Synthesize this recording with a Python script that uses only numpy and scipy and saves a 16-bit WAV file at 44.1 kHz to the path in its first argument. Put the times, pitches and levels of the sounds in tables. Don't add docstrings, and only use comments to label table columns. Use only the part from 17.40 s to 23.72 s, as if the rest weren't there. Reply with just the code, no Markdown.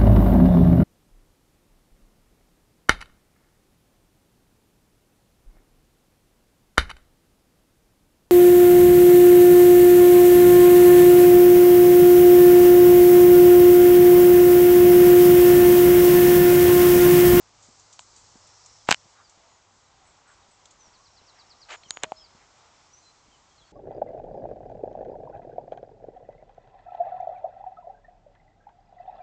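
import sys
import numpy as np
from scipy import signal
from scipy.fft import rfft, irfft, next_fast_len
from scipy.io import wavfile
from scipy.ndimage import map_coordinates

SR = 44100
rng = np.random.default_rng(int(sys.argv[2]) if len(sys.argv) > 2 else 0)


def materialize(psi):
    bounded = np.clip(np.atleast_2d(psi).T, -1, 1)
    quanta = np.round(bounded * 32767).astype(np.int16)
    wavfile.write(sys.argv[1], SR, quanta)


N = 278712


def hoofs():
    # t/s, level/dB
    steps = [(.286, -49), (.612, -60), (.955, -46.5), (1.311, -54), (1.655, -54), (1.972, -53),
             (2.361, -59), (2.72, -57), (3.085, -49.5), (3.47, -48), (3.815, -49.5), (4.463, -51),
             (4.664, -42), (4.949, -50), (5.882, -54), (6.217, -56)]
    turf_hz, pitch_spread, t60_s, soil_gain = 204, .1, .041, .75
    out, t = np.zeros(N), seconds(.25)
    soil = noise([(40, -7), (180, -1), (350, -4), (900, -20), (4000, -41)])
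    for s, db in steps:
        hz = turf_hz * np.exp(pitch_spread * rng.standard_normal())
        crumble = np.roll(soil, -round(s * SR))[:len(t)]
        thud = .7 * np.sin(2 * np.pi * hz * t) + soil_gain * crumble
        add(out, s, amp(db) * struck(t, t60_s, rise_s=.00076) * thud)
    return out


def tack():
    # t/s, level/dB, T60/s, low cutoff f/Hz
    clinks = [(.224, -50, 0.38, 4530), (.395, -47, .07, 4000), (.527, -40.5, .08, 4550),
              (.591, -45.5, 0.21, 4500), (.76, -47.5, .27, 4500), (1.07, -46, .057, 5000),
              (1.26, -34.5, .025, 5030), (1.895, -41.5, .05, 6550), (3.255, -40, 0.033, 2800),
              (3.308, -46.5, 0.075, 4000), (3.478, -51, .018, 5000)]
    # f/Hz, relative level/dB
    spectrum = [(1500, -10), (3500, 0.5), (5000, -7), (7000, 4), (8500, -4.5)]
    out, t, jingle = np.zeros(N), seconds(.25), noise(spectrum)
    for s, db, t60, low_hz in clinks:
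        burst = np.roll(jingle, -round(s * SR))[:len(t)]
        shimmer = filtered(burst, lambda f: f ** 3 / (f ** 3 + low_hz ** 3))
        add(out, s, amp(db) * struck(t, t60, rise_s=.0006) * unit(shimmer))
    return out


def blowing():
    # t/s, duration/s, level/dB, resonance f/Hz
    blows = [(1.744, 0.097, -57, 1230), (2.848, 0.098, -58.5, 1300), (3.94, .075, -65, 1894),
             (4.957, .11, -64.5, 1916)]
    out = np.zeros(N)
    for s, length, db, hz in blows:
        u = seconds(length) / length
        airway = lambda f: 1 / (1 + 1.9j * (f / hz - hz / (f + 1))) ** 2
        breath = unit(filtered(rng.standard_normal(len(u)), airway))
        add(out, s, amp(db) * arch(u) * breath)
    return out


def case_clicks():
    # t/s, level/dB, low cutoff f/Hz, high cutoff f/Hz, relative level of the push/dB
    contacts = [(0.5927, -29, 400, 6560, -30), (1.4869, -18, 2550, 2200, -38),
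                (1.489, -1.5, 500, 1900, -20.5), (1.5096, -4, 3000, 4200, -20),
                (1.5133, -0.2, 2600, 3300, -26), (1.5145, -6, 3200, 2700, -34),
                (1.524, -14, 1900, 3400, -31), (1.5253, -4, 4200, 2400, -30),
                (1.5443, -14.5, 4200, 2600, -34), (4.4349, -40.5, 2000, 5961, -35),
                (4.5071, -11, 7900, 14000, -29.5), (4.5714, -22.5, 600, 2730, -33),
                (4.6349, -12, 2800, 9000, -27), (4.6365, -13.5, 500, 1780, -34),
                (4.6418, -18.5, 1300, 2200, -40), (4.6435, -24, 600, 910, -32),
                (4.7199, -29, 2500, 1900, -7)]
    chatter_per_hz, chatter_t60_s = .00004, .0042
    push_hz, push_decay_s = 120, .0019
    out, t = np.zeros(N), seconds(.04)
    push = np.exp(-t / push_decay_s) * np.cos(2 * np.pi * push_hz * t) * (1 - np.exp(-t / .0001))
    for s, db, low_hz, high_hz, push_db in contacts:
        chatter = chatter_per_hz * high_hz * rng.standard_normal(len(t)) * amp(-60 * t / chatter_t60_s)
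        click = through_case((t == 0) + chatter, low_hz, high_hz)
        add(out, s, amp(db) * (click / np.abs(click).max() - amp(push_db) * push))
    return out


def case_rubs():
    # t/s, duration/s, level/dB, low cutoff f/Hz, high cutoff f/Hz
    rubs = [(1.468, .077, -44.5, 1400, 4000), (1.49, .018, -32, 1000, 5500),
            (1.513, .02, -26.5, 1800, 3800), (1.534, .008, -37, 3000, 3000),
            (4.286, .076, -39.5, 1300, 2650), (4.622, 0.036, -45, 900, 2800)]
    grain_db, bass_cut_hz = 6.5, 310
    out = np.zeros(N)
    for s, length, db, low_hz, high_hz in rubs:
        u = seconds(length) / length
        slips = rng.standard_normal(len(u)) * amp(grain_db * rng.standard_normal(len(u)))
        force = filtered(slips, lambda f: f ** 4 / (f ** 4 + bass_cut_hz ** 4))
        add(out, s, amp(db) * arch(u, .55) * unit(through_case(force, low_hz, high_hz)))
    return out


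def case_rings():
    # t/s, f/Hz, level/dB, T60/s
    rings = [(.5928, 990, -37, 0.017), (1.5127, 1570, -13, .022), (1.5446, 3000, -24, 0.013),
             (4.5068, 3090, -29, .016), (4.636, 634, -46.5, 0.54), (4.6419, 2440, -29, 0.015),
             (4.7199, 764.6, -13, 0.012)]
    out, t = np.zeros(N), seconds(.5)
    for s, hz, db, t60 in rings:
        add(out, s, amp(db) * struck(t, t60, rise_s=.00067) * np.sin(2 * np.pi * hz * t))
    return out


def through_case(force, low_hz, high_hz):
    # f/Hz, bandwidth/Hz, level/dB
    modes = [(190, 236, -2), (764, 410, 0.5), (1500, 620, -2), (2340, 620, -2.5), (3000, 485, -1),
             (4100, 1440, -6.5), (6250, 2000, -5.5), (7700, 1100, -2.5)]

    def response(f):
        body = sum((-1) ** k * amp(db) * 1j * f * width / (hz * hz - f * f + 1j * f * width)
                   for k, (hz, width, db) in enumerate(modes))
        high_pass = 1j * f / (low_hz + 1j * f)
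        low_pass = 1 / (1 + 1j * np.sqrt(2) * f / high_hz - (f / high_hz) ** 2)
        return body * high_pass * low_pass
    return filtered(force, response)


def birds():
    # t/s, duration/s, start f/Hz, end f/Hz, level/dB
    chirps = [(0.747, 0.038, 5000, 4200, -61), (1.825, .055, 5100, 4230, -59),
              (3.387, .099, 6190, 5440, -57), (4.306, 0.039, 7700, 5910, -49.5),
              (4.427, .02, 3800, 4500, -55), (4.429, 0.054, 3400, 2850, -56.5),
              (4.483, .026, 5590, 6900, -49), (4.76, 0.032, 4400, 3650, -56.5),
              (4.795, 0.034, 3380, 3060, -55.5), (4.827, .046, 5040, 3970, -51.5),
              (5.913, 0.052, 3200, 2860, -63), (6.175, .036, 4450, 3650, -58.5),
              (6.207, .038, 3440, 3090, -60)]
    # t/s, duration/s, f/Hz, level/dB
    whistles = [(2.096, .077, 6900, -62.5), (4.348, 0.043, 6910, -55.5), (4.493, 0.1, 6820, -48),
                (4.76, 0.076, 5180, -51), (5.52, .048, 5860, -54), (5.55, .065, 6180, -58.5),
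                (5.625, .09, 4100, -56), (6.24, 0.053, 4430, -62.5)]
    pitch_sag, scatter_db = .014, -5
    song = trill(count=7) + forked_calls(count=3)
    for s, length, start_hz, end_hz, db in chirps:
        add(song, s, amp(db) * chirp(length, start_hz, end_hz))
    for s, length, hz, db in whistles:
        add(song, s, amp(db) * whistle(length, hz, hz, (1 - pitch_sag) * hz))
    return .8 * song + amp(scatter_db) * trees(song)


def trill(count):
    # duration/s, start f/Hz, middle f/Hz, end f/Hz
    glide = (.046, 6000, 4600, 3800)
    start_s, period_s, first_db, growth_db = 3.525, .1128, -57, 1.16
    opening_lead_s, opening_db = .02, -13
    out = np.zeros(N)
    for k in range(count):
        s, db = start_s + k * period_s, first_db + k * growth_db
        sweep = whistle(*glide)
        swell = np.minimum(1, np.linspace(.3, 2, len(sweep)))
        add(out, s, amp(db) * swell * sweep)
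        add(out, s - opening_lead_s, amp(db + opening_db) * whistle(.031, 5650, 5750, 5650))
    return out


def forked_calls(count):
    # start f/Hz, middle f/Hz, end f/Hz, level/dB
    voices = [(7960, 7720, 7350, -65.5), (8080, 8260, 8490, -69.5)]
    start_s, period_s, length_s = 2.645, .22, .088
    out = np.zeros(N)
    for k in range(count):
        for start_hz, middle_hz, end_hz, db in voices:
            add(out, start_s + k * period_s, amp(db) * whistle(length_s, start_hz, middle_hz, end_hz))
    return out


def far_chirps(count):
    out = np.zeros(N)
    for when, pitch, strength in rng.random((count, 3)):
        hz = 3000 + 2000 * pitch
        add(out, when * N / SR, amp(-71.5 + 4 * strength) * chirp(.045, hz, .82 * hz))
    return trees(out)


def chirp(length, start_hz, end_hz, bow=.0149):
    return whistle(length, start_hz, (1 + bow) * (start_hz + end_hz) / 2, end_hz)


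def whistle(length, start_hz, middle_hz, end_hz):
    quaver_depth, flutter_db, knots_per_s = .0089, 3, 250
    u = seconds(length) / length
    glide_hz = np.polyval(np.polyfit([0, .5, 1], [start_hz, middle_hz, end_hz], 2), u)
    knots = u * length * knots_per_s
    quaver, flutter = [map_coordinates(rng.standard_normal(64), [knots]) for _ in range(2)]
    tone = np.sin(phase(glide_hz * (1 + quaver_depth * quaver)))
    return arch(u, .56) * amp(flutter_db * flutter) * tone


def trees(song):
    branch_t60_s, hedge_t60_s, hedge_db = .077, 1.2, -14.5
    t = seconds(.7)
    decay = amp(-60 * t / branch_t60_s) + amp(hedge_db - 60 * t / hedge_t60_s)
    tail = decay * rng.standard_normal(len(t))
    return signal.fftconvolve(song, tail / np.linalg.norm(tail))[:N]


def buzz_and_hiss():
    # t/s, time until release/s, level/dB
    swells = [(.97, 0.54, -63), (3.55, 0.83, -69.5), (4.98, .5, -73.5)]
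    # f/Hz, relative level/dB
    spectrum = [(4500, -39.5), (4950, -11.5), (5220, -3.5), (5600, -3.5), (6200, -14), (7500, -35)]
    attack_s, release_s = .1, .2
    t = np.arange(N) / SR
    envelope = sum(amp(db) * np.interp(t - s, [0, attack_s, length, length + release_s], [0, 1, 1, 0])
                   for s, length, db in swells)
    return envelope * amp(2 * wobble(90)) * noise(spectrum)


def breeze():
    # f/Hz, relative level/dB
    rumble_spectrum = [(12, -24), (20, -12.5), (49, 0), (118, -6.5), (145, -3.5), (167, -9.5), (321, -10.5),
                       (450, -14), (580, -42.5), (990, -120)]
    wash_spectrum = [(180, -48), (300, -12.5), (523, -5.5), (649, -4), (734, -2.5), (813, -1), (1170, -2.5),
                     (1780, -10.5), (1990, -9), (2730, -12), (3500, -11.5), (4550, -17), (7700, -120)]
    leaf_spectrum = [(1650, -49.5), (2800, -28.5), (3310, -20.5), (4080, -5), (5270, -2), (5970, -2),
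                     (7390, -2), (8040, -8.5), (8500, -9), (11000, -45.5), (18700, -120)]
    # t/s, level/dB
    wash_levels = [(0, -62.5), (1.0, -61), (2.2, -63), (3.7, -61.5), (5.2, -61.5), (6.32, -63)]
    leaf_levels = [(0, -61), (.13, -64), (.25, -60), (1.48, -59), (1.66, -62.5), (2.3, -65.8), (5.7, -65),
                   (6.32, -67.5)]
    rumble = amp(-70 + 1.205 * wobble(7)) * noise(rumble_spectrum)
    wash = amp(curve(wash_levels) + .2 * wobble(1.3) + .75 * wobble(7.7)) * noise(wash_spectrum)
    leaves = amp(curve(leaf_levels) + .77 * wobble(14)) * noise(leaf_spectrum)
    return rumble + wash + leaves


def engine():
    # t/s, level/dB
    levels = [(0, -69), (1.3, -67.5), (2.0, -75), (4.0, -73), (6.3, -77.5)]
    start_hz, sag_hz_per_s = 103, 1.5
    hz = start_hz - sag_hz_per_s * np.arange(N) / SR + .804 * wobble(2.7)
    return amp(curve(levels) + wobble(5.3)) * np.sin(phase(hz))


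def far_whines():
    # t/s, duration/s, start f/Hz, end f/Hz, level/dB
    whines = [(1.951, 0.19, 640, 670, -70), (2.519, 0.19, 780, 740, -67.5), (3.46, .23, 880, 1200, -66),
              (4.08, .17, 1300, 1078, -69)]
    out = np.zeros(N)
    for s, length, start_hz, end_hz, db in whines:
        u = seconds(length) / length
        smear = (wobble(90) + 1j * wobble(90))[:len(u)]
        tone = np.exp(1j * phase(start_hz + (end_hz - start_hz) * u))
        add(out, s, amp(db) * arch(u, .5) * unit(np.real(smear * tone)))
    return out


def amp(db):
    return 10 ** (np.asarray(db) / 20)


def unit(x):
    return x / np.sqrt(np.mean(x ** 2) + 1e-20)


def seconds(length):
    return np.arange(int(length * SR)) / SR


def phase(hz):
    return 2 * np.pi * np.cumsum(hz) / SR


def struck(t, t60, rise_s):
    return amp(-60 * t / t60) * (1 - np.exp(-t / rise_s))


def arch(u, power=1):
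    return np.abs(np.sin(np.pi * u)) ** power


def curve(points):
    return np.interp(np.arange(N) / SR, *np.transpose(points))


def wobble(rate):
    knots = rng.standard_normal(int(N * rate / SR) + 4)
    return map_coordinates(knots, [np.arange(N) * rate / SR])


def add(track, s, sound):
    part = track[max(round(s * SR), 0):][:len(sound)]
    part += sound[:len(part)]


def filtered(x, response):
    size = next_fast_len(len(x) + SR // 10)
    return irfft(rfft(x, size) * response(np.fft.rfftfreq(size, 1 / SR)), size)[:len(x)]


def noise(spectrum):
    f, db = np.transpose(spectrum)
    colour = lambda hz: amp(np.interp(np.log(hz + 1), np.log(f), db))
    return unit(filtered(rng.standard_normal(N), colour))


def scene():
    field = breeze() + engine() + far_whines() + buzz_and_hiss()
    horse = hoofs() + tack() + blowing()
    song = birds() + far_chirps(count=14)
    handling = case_clicks() + case_rubs() + case_rings()
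    return (field + horse + song + handling)[None]


def record(dry):
    cutoff_hz, ceiling, top_hz = 8200, .72, 16300
    heard = filtered(dry[0], lambda hz: 1 / np.sqrt(1 + (hz / cutoff_hz) ** 56))
    clipped = np.clip(heard, -ceiling, ceiling)
    return filtered(clipped, lambda hz: np.clip((top_hz - hz) / 700, 0, 1))[None]


dry = scene()
out = record(dry)
materialize(out)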